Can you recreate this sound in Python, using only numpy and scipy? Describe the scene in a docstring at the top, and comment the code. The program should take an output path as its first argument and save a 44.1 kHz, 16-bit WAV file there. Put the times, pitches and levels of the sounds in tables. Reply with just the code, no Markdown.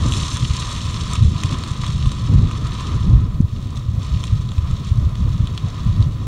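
"""The sizzle of dry stubble on fire: countless tiny random bursts that blur and dull as the front moves off.
A few close stalks snap: one crack each, a quick run of fibres and a faint tail, over crackle and rushing flames.
Filtered noise makes the roar, the far fire and one whoosh; wind noise and single pushes rumble on the housing.
The fire's sizzle, snaps and rush, near and far, pass through the hollow resonances of the microphone housing."""
import sys
import numpy as np
from scipy import signal
from scipy.fft import rfft, irfft
from scipy.io import wavfile
from scipy.ndimage import uniform_filter1d, minimum_filter1d

SR = 44100
rng = np.random.default_rng(int(sys.argv[2]) if len(sys.argv) > 2 else 0)


def wrap_up_sound(samples):
    """Save the sound to the file named by the first command line argument, as 16-bit audio."""
    columns = np.atleast_2d(samples).T
    # keep every value between -1 and 1, then stretch to whole-number steps
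    tamed = np.clip(columns, -1, 1)
    steps = np.round(tamed * 32767).astype(np.int16)
    wavfile.write(sys.argv[1], SR, steps)


N = 276502  # length in samples


def undb(db):
    """Turn decibels into a gain."""
    return 10 ** (np.asarray(db) / 20)


def unit(x):
    """Scale to an average strength (rms) of 1."""
    return x / np.sqrt(np.mean(x ** 2))


def curves(table):
    """Join the rows of a table by straight lines in time, one curve per column after t."""
    s, *columns = np.transpose(table)
    t = np.arange(N) / SR
    return [np.interp(t, s, column) for column in columns]


def walk(rate):
    """Slow random wandering: levels held for 1 / rate seconds, then smoothed twice."""
    k = int(SR / rate)
    levels = rng.standard_normal(N // k + 2)
    held = np.repeat(levels, k)[rng.integers(k):]
    smooth = uniform_filter1d(uniform_filter1d(held, k), k)
    return unit(smooth[:N])


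def colour(x, spectrum, resonances=()):
    """Filter a sound to a broad spectrum, with bell-shaped peaks and dips on top."""
    size = 2 ** 14
    f = np.arange(size // 2 + 1) * SR / size
    hz, db = np.transpose(spectrum)
    gain_db = np.interp(np.log(f + 1), np.log(hz), db)
    for centre, width, peak_db in resonances:
        gain_db = gain_db + peak_db / (1 + (2 * (f - centre) / width) ** 2)
    # folding the cepstrum makes the ringing follow the blow instead of preceding it
    cepstrum = irfft(np.log(undb(gain_db)))
    cepstrum[1:size // 2] *= 2
    cepstrum[size // 2 + 1:] = 0
    response = irfft(np.exp(rfft(cepstrum)))
    return signal.oaconvolve(x, response)[:N]


# resonances and notches of the housing, added together: f/Hz, width/Hz, level/dB
HOUSING_RESONANCES = [(860, 220, -6), (1012.6, 154, 14), (1224, 256, 12), (1540, 290, -3.5),
                      (1844, 260, 4.5), (2493, 58, 5), (3433, 240, 5), (3820, 134, 6), (4180, 230, 1),
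                      (4490, 140, 6), (4910, 300, -6.5), (5270, 220, 5.5), (6360, 250, 1), (6230, 330, 4),
                      (7160, 110, 6.5), (8040, 230, -9), (8240, 360, 6)]


def in_housing(x, spectrum):
    """Colour a sound, then let the hollow housing strengthen some pitches and weaken others."""
    return colour(x, spectrum, HOUSING_RESONANCES)


def ring(x, hz, q):
    """One resonance with gain 1 at its centre; a higher q is narrower and rings longer."""
    return signal.lfilter(*signal.iirpeak(hz, q, fs=SR), x)


def smear(x, t60, direct_db):
    """Stems and ground scatter each tick into a tail that dies by 60 dB in t60 seconds."""
    t = np.arange(SR // 40) / SR
    tail = rng.standard_normal(len(t)) * undb(-60 * t / t60)
    tail /= np.sqrt(np.sum(tail ** 2))
    tail[0] += undb(direct_db)
    return signal.oaconvolve(x, tail)[:N]


def stalks(per_s, spread_db, q, count=24):
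    """Tiny bursts at random moments, mostly weak, a few strong; each stalk size has its own pitch."""
    out = np.zeros(N)
    each = int(per_s * N / SR / count)  # bursts per stalk size
    for hz in np.geomspace(1200, 12000, count):
        moment, luck = rng.random((each, 2)).T
        strength = np.minimum(-np.log(1 - luck), 4.5)
        bursts = np.bincount((moment * N).astype(int), undb(spread_db * strength), N)
        out += smear(ring(bursts, hz, q), t60=0.025, direct_db=-7.0)
    return unit(out)


def turbulence(strength, spectrum, churn_db, evenness, trim_db):
    """Coloured noise with its swells partly evened out, then churned at random and set in strength."""
    eddies = unit(colour(rng.standard_normal(N), spectrum))
    swell = np.sqrt(uniform_filter1d(eddies ** 2, SR // 16))
    churned = eddies / swell ** evenness * undb(churn_db * walk(60))
    return unit(churned) * strength * undb(trim_db)


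# broad spectrum of the distant fire: f/Hz, relative level/dB
FAR_FIRE_SPECTRUM = [(100, -4), (400, 3.5), (650, 3.5), (900, -10.5), (2000, -12), (4000, -16),
                     (12000, -25)]


def far_fire():
    """The rest of the burning field, a fluttering wash that grows as the fire spreads."""
    start_db, growth_db_per_s, flutter_db = -51.5, 0.52, -1.5
    wash = rng.standard_normal(N) * undb(flutter_db * walk(22.01))
    level_db = start_db + growth_db_per_s * np.arange(N) / SR
    return unit(in_housing(wash, FAR_FIRE_SPECTRUM)) * undb(level_db)


# soft spectrum of the puff: f/Hz, relative level/dB
WHOOSH_SPECTRUM = [(100, -22), (400, -2), (700, -3), (1600, -15), (3000, -21), (10000, -48)]


def whoosh():
    """A puff of hot air: low-middle noise that swells and fades once."""
    peak_s, length_s, level_db = 5.69, 0.07, -45  # length: from the peak down to 1/e
    swell = np.exp(-((np.arange(N) / SR - peak_s) / length_s) ** 2)
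    puff = unit(colour(rng.standard_normal(N), WHOOSH_SPECTRUM))
    return puff * swell * undb(level_db)


# wind gusts, levels before the trims of rumble and roar:
# t/s at the peak, level/dB, length/s (shared between rise and fall), fanned roar level/dB re the gust
WIND_GUSTS = [(0.046, -18, 0.33, -14), (0.433, -18, 0.1, -18.5), (1.245, -11.5, 0.16, -25),
              (1.493, -22.5, 0.19, -13.5), (2.08, -19.5, 0.38, -21), (2.368, -8.5, 0.16, -19.5),
              (2.58, -22, 0.27, -19), (2.924, -16.5, 0.13, -18.5), (3.126, -10.5, 0.23, -20),
              (4.15, -21, 0.072, -21), (4.327, -16.5, 0.092, -27), (4.683, -19.5, 0.17, -31),
              (5.003, -18, 0.24, -24), (5.265, -15.5, 0.14, -22), (5.428, -21, 0.25, -25),
              (5.875, -19, 0.15, -33), (6.017, -16.5, 0.21, -20), (6.255, -17.5, 0.15, -23)]


def gusts():
    """Strength of the wind and of the roar it fans: each gust rises to a peak and falls away."""
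    t, wind, roar_strength = np.arange(N) / SR, np.zeros(N), np.zeros(N)
    rise_share = 0.44
    for s, db, length, roar_db in WIND_GUSTS:
        width = length * np.where(t < s, rise_share, 1 - rise_share)
        gust = undb(db) * np.exp(-((t - s) / width) ** 2)
        wind = np.hypot(wind, gust)
        roar_strength = np.hypot(roar_strength, gust * undb(roar_db))
    return wind, roar_strength


# spectrum of wind on the housing: f/Hz, relative level/dB
RUMBLE_SPECTRUM = [(10, -29), (24, -7), (42, -3), (75, 1.5), (120, 1), (160, -6), (220, -17), (300, -36.5),
                   (500, -55.5), (2000, -85)]


def rumble(gust):
    """Eddies churn against the housing: a slowly easing wind with the gusts on top."""
    wind_db, easing_db_per_s = -23, 0.21  # before the trim
    steady = undb(wind_db - easing_db_per_s * np.arange(N) / SR)
    strength = np.hypot(steady, gust)
    return turbulence(strength, RUMBLE_SPECTRUM, churn_db=2.72, evenness=0.75, trim_db=0.5)


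# single eddies striking the housing: t/s, peak level/dB before the trim, f/Hz, length/cycles
EDDY_STRIKES = [(0.432, -8, 114, 0.75), (0.51, -6, 90, 0.6), (1.253, -7, 100, 1.0), (1.45, -7, 99, 0.75),
                (1.717, -10, 86, 0.75), (2.303, -7, 85, 0.9), (2.434, -3, 91, 0.6), (3.155, -7, 75, 1.4),
                (3.406, 0, 125, 0.42), (3.431, -9, 86, 0.9), (3.891, -8, 95, 0.9), (3.983, -9, 88, 0.75),
                (4.131, -8, 75, 0.75), (4.17, -9, 83, 0.75), (4.332, -5, 78, 0.6), (4.399, -7, 101, 0.75),
                (4.588, -5, 80, 0.65), (4.735, -9, 85, 0.9), (4.921, -4, 82, 0.9), (4.987, -4, 109, 1.0),
                (5.064, -8, 67, 1.1), (5.272, -8, 108, 2.4), (5.407, -7, 106, 0.75), (5.892, -7, 95, 1.5),
                (6.005, -2, 105, 1.9)]


def buffets(steepness=1.8, trim_db=-1):
    """A lone eddy gives a soft push and pull of pressure: a short sine that swells and fades."""
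    out, t = np.zeros(N + SR), np.arange(-SR // 10, SR // 10) / SR
    for s, db, hz, cycles in EDDY_STRIKES:
        envelope = 1 / np.cosh(steepness * t * hz / cycles) ** 1.32
        push = -np.sin(2 * np.pi * hz * t) * envelope
        start = int(s * SR) - SR // 10
        out[start:start + len(t)] += undb(db + trim_db) * push / np.abs(push).max()
    return out[:N]


# spectrum of the low roar: f/Hz, relative level/dB
ROAR_SPECTRUM = [(80, -28), (170, -1), (230, -0.5), (300, -6), (400, -13), (600, -23.5), (900, -28),
                 (2000, -69)]
# steady roar of the flames, lower once they have passed: t/s, level/dB before the trim
STEADY_ROAR = [(0, -36.5), (0.7, -38.5), (1.4, -36), (1.85, -39), (2.9, -36.5), (3.55, -42), (4.5, -42),
               (5.2, -41), (6.27, -41)]


def roar(fanned):
    """The low roar of the flames is churning noise, louder where gusts fan it."""
    steady = undb(curves(STEADY_ROAR)[0])
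    strength = np.hypot(steady, fanned)
    return turbulence(strength, ROAR_SPECTRUM, churn_db=2.5, evenness=0.4, trim_db=1.5)


# spectrum of the rushing gas: f/Hz, relative level/dB
RUSH_SPECTRUM = [(200, -13.5), (500, -2.5), (800, -5), (1300, -4), (2000, -9.5), (4000, -12), (12000, -41)]


def flames(level_db, flutter_db=1.3):
    """The fluttering rush of burning gas, noise that rings the hollow housing."""
    gas = rng.standard_normal(N) * undb(flutter_db * walk(30))
    return unit(in_housing(gas, RUSH_SPECTRUM)) * undb(level_db)


# spectrum of a splitting stalk: f/Hz, level/dB
CRACK_SPECTRUM = [(300, -3), (1100, -12.5), (2300, -4.5), (5500, -7), (8500, -6), (11000, -15),
                  (15000, -15)]
# close stalks bursting, levels before the trim and the filtering:
# t/s, level/dB, f/Hz, sharp tick level/dB re level, hollow knock level/dB re level
CLOSE_SNAPS = [(0.122, -24.5, 3300, -5, -17), (0.137, -26, 3530, -6, -19), (0.249, -32.5, 3370, -6, -14),
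               (0.37, -32.5, 3580, 2, -0.5), (1.134, -33, 3770, 6, 3), (1.155, -32, 2600, 0, -5),
               (1.435, -26.5, 2590, -1, -9), (1.637, -31.5, 3730, -8, -3.5), (1.836, -39, 3700, -16, 9),
               (1.865, -31.5, 3270, -4, -9), (2.058, -34, 3360, -10, -3), (2.118, -33.5, 3930, -2, -3),
               (2.512, -35.5, 2490, -4.5, 0), (2.807, -42, 3620, 1, 6), (3.413, -57, 4600, 7, -6),
               (3.727, -51, 3470, -8, 9), (3.768, -42, 3830, -5, -3), (4.239, -30, 3320, -3, -9),
               (4.490, -39, 3760, -18, -22), (4.518, -38.5, 3430, -6, -2), (4.581, -39.5, 3180, -9, -4),
               (5.154, -40, 3860, -12, -8), (5.472, -33.5, 3500, -10.5, -9), (5.577, -28.5, 3530, -10, -10),
               (6.025, -35, 3900, -16, -21)]


def snaps(q=1.78, trim_db=5.0):
    """A stalk splits with a sharp crack, then a quick run of fibres; the stubble scatters a faint tail."""
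    first_db, scatter_db = 12, -23
    split_t60, scatter_t60 = 0.012, 0.21  # seconds to die by 60 dB
    out, t = np.zeros(N + SR), np.arange(SR // 10) / SR
    fade = undb(-60 * t / split_t60) + undb(scatter_db - 60 * t / scatter_t60)
    for s, db, hz, tick_db, knock_db in CLOSE_SNAPS:
        fibres = rng.standard_normal(len(t)) * fade
        fibres[0] = undb(first_db)
        start = int(s * SR)
        # the stalk's own pitch, the sharp tick and the hollow knock
        for centre, sharpness, part_db in [(hz, q, 0), (6200, 1.3, tick_db), (1150, 1.5, knock_db)]:
            part = ring(ring(fibres, centre, sharpness), centre, sharpness)
            part /= part[:SR // 170].std()  # the level is that of the first few milliseconds
            out[start:start + len(t)] += undb(db + part_db + trim_db) * part
    return in_housing(out[:N], CRACK_SPECTRUM)


def crackle(sizzle_db, trim_db=-13):
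    """Now and then a nearer stalk pops out of the sizzle."""
    pops = stalks(per_s=40, spread_db=3.0, q=1.1, count=12)
    return unit(in_housing(pops, SIZZLE_SPECTRUM)) * undb(sizzle_db + trim_db)


# spectrum of the sizzle, also used by the crackle: f/Hz, relative level/dB
SIZZLE_SPECTRUM = [(300, -29), (900, -10), (1800, -6.5), (3600, 2.5), (5200, -4), (7200, -5.5), (8600, -10),
                   (10000, -17), (12000, -28.5), (15500, -57)]


def sizzle(level_db, blur_db=-4, blur_slope=0.22, flare_db=1.0):
    """Near stalks tick one by one; as the front recedes they blur into a hiss and lose their treble."""
    near_db = -31.5  # sizzle level with the flames beside the housing
    ticks = stalks(per_s=1400, spread_db=4.0, q=1.58)
    blur = undb(blur_db + blur_slope * (near_db - level_db))
    crowd = (ticks + blur * rng.standard_normal(N)) / np.hypot(1, blur)
    crowd *= undb(flare_db * walk(45))
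    heard = unit(in_housing(crowd, SIZZLE_SPECTRUM))
    # the treble above about 6 kHz starts bright and dulls
    bright_db, dull_db, dulling_s = 4, -4, 1.66
    treble_db = dull_db + (bright_db - dull_db) * np.exp(-np.arange(N) / SR / dulling_s)
    body = signal.sosfiltfilt(signal.butter(2, 6000, fs=SR, output="sos"), heard)
    treble = heard - body
    return (body + treble * undb(treble_db)) * undb(level_db)


# how hard the near line of fire burns: t/s, sizzle level/dB (before the treble change), rush level/dB
NEAR_FIRE = [(0.0, -40, -35.8), (0.16, -31, -33), (0.5, -33.5, -41.5), (0.58, -32, -34), (0.88, -34.5, -38),
             (1.16, -35, -34.5), (1.26, -39, -45), (1.52, -36.5, -33), (1.78, -39, -40.5), (1.84, -36, -38),
             (2.0, -37, -40.5), (2.44, -43, -39.5), (2.85, -37.5, -36.5), (3.43, -55, -49),
             (3.53, -48, -50.5), (3.77, -45, -45), (3.95, -48.5, -48.5), (4.03, -43.1, -42),
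             (4.29, -41, -42.5), (4.41, -45.5, -48), (4.65, -46.5, -42), (4.89, -42.2, -44),
             (4.99, -49, -45), (5.91, -42.5, -42), (6.11, -48.8, -46.5), (6.27, -47, -46)]


def scene():
    """Add up the near and far fire, the roar and the wind; the gusts both rumble and fan the roar."""
    sizzle_db, rush_db = curves(NEAR_FIRE)
    gust, fanned = gusts()
    background = far_fire() + whoosh() + rumble(gust) + buffets()
    burning = roar(fanned) + flames(rush_db)
    stubble = snaps() + crackle(sizzle_db) + sizzle(sizzle_db)
    return (background + burning + stubble)[None]


def record(dry):
    """Ease the gain down around the strongest peaks, add a faint hiss and cut the top."""
    ceiling, hiss_db, top_hz = 0.94, -66.5, 15700  # hiss level before the top is cut
    allowed = ceiling / np.maximum(np.abs(dry), ceiling)
    gain = uniform_filter1d(minimum_filter1d(allowed, SR // 60), SR // 60)
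    wet = dry * gain + undb(hiss_db) * rng.standard_normal(dry.shape)
    return signal.sosfilt(signal.ellip(10, .2, 80, top_hz, fs=SR, output="sos"), wet)


dry = scene()
out = record(dry)
wrap_up_sound(out)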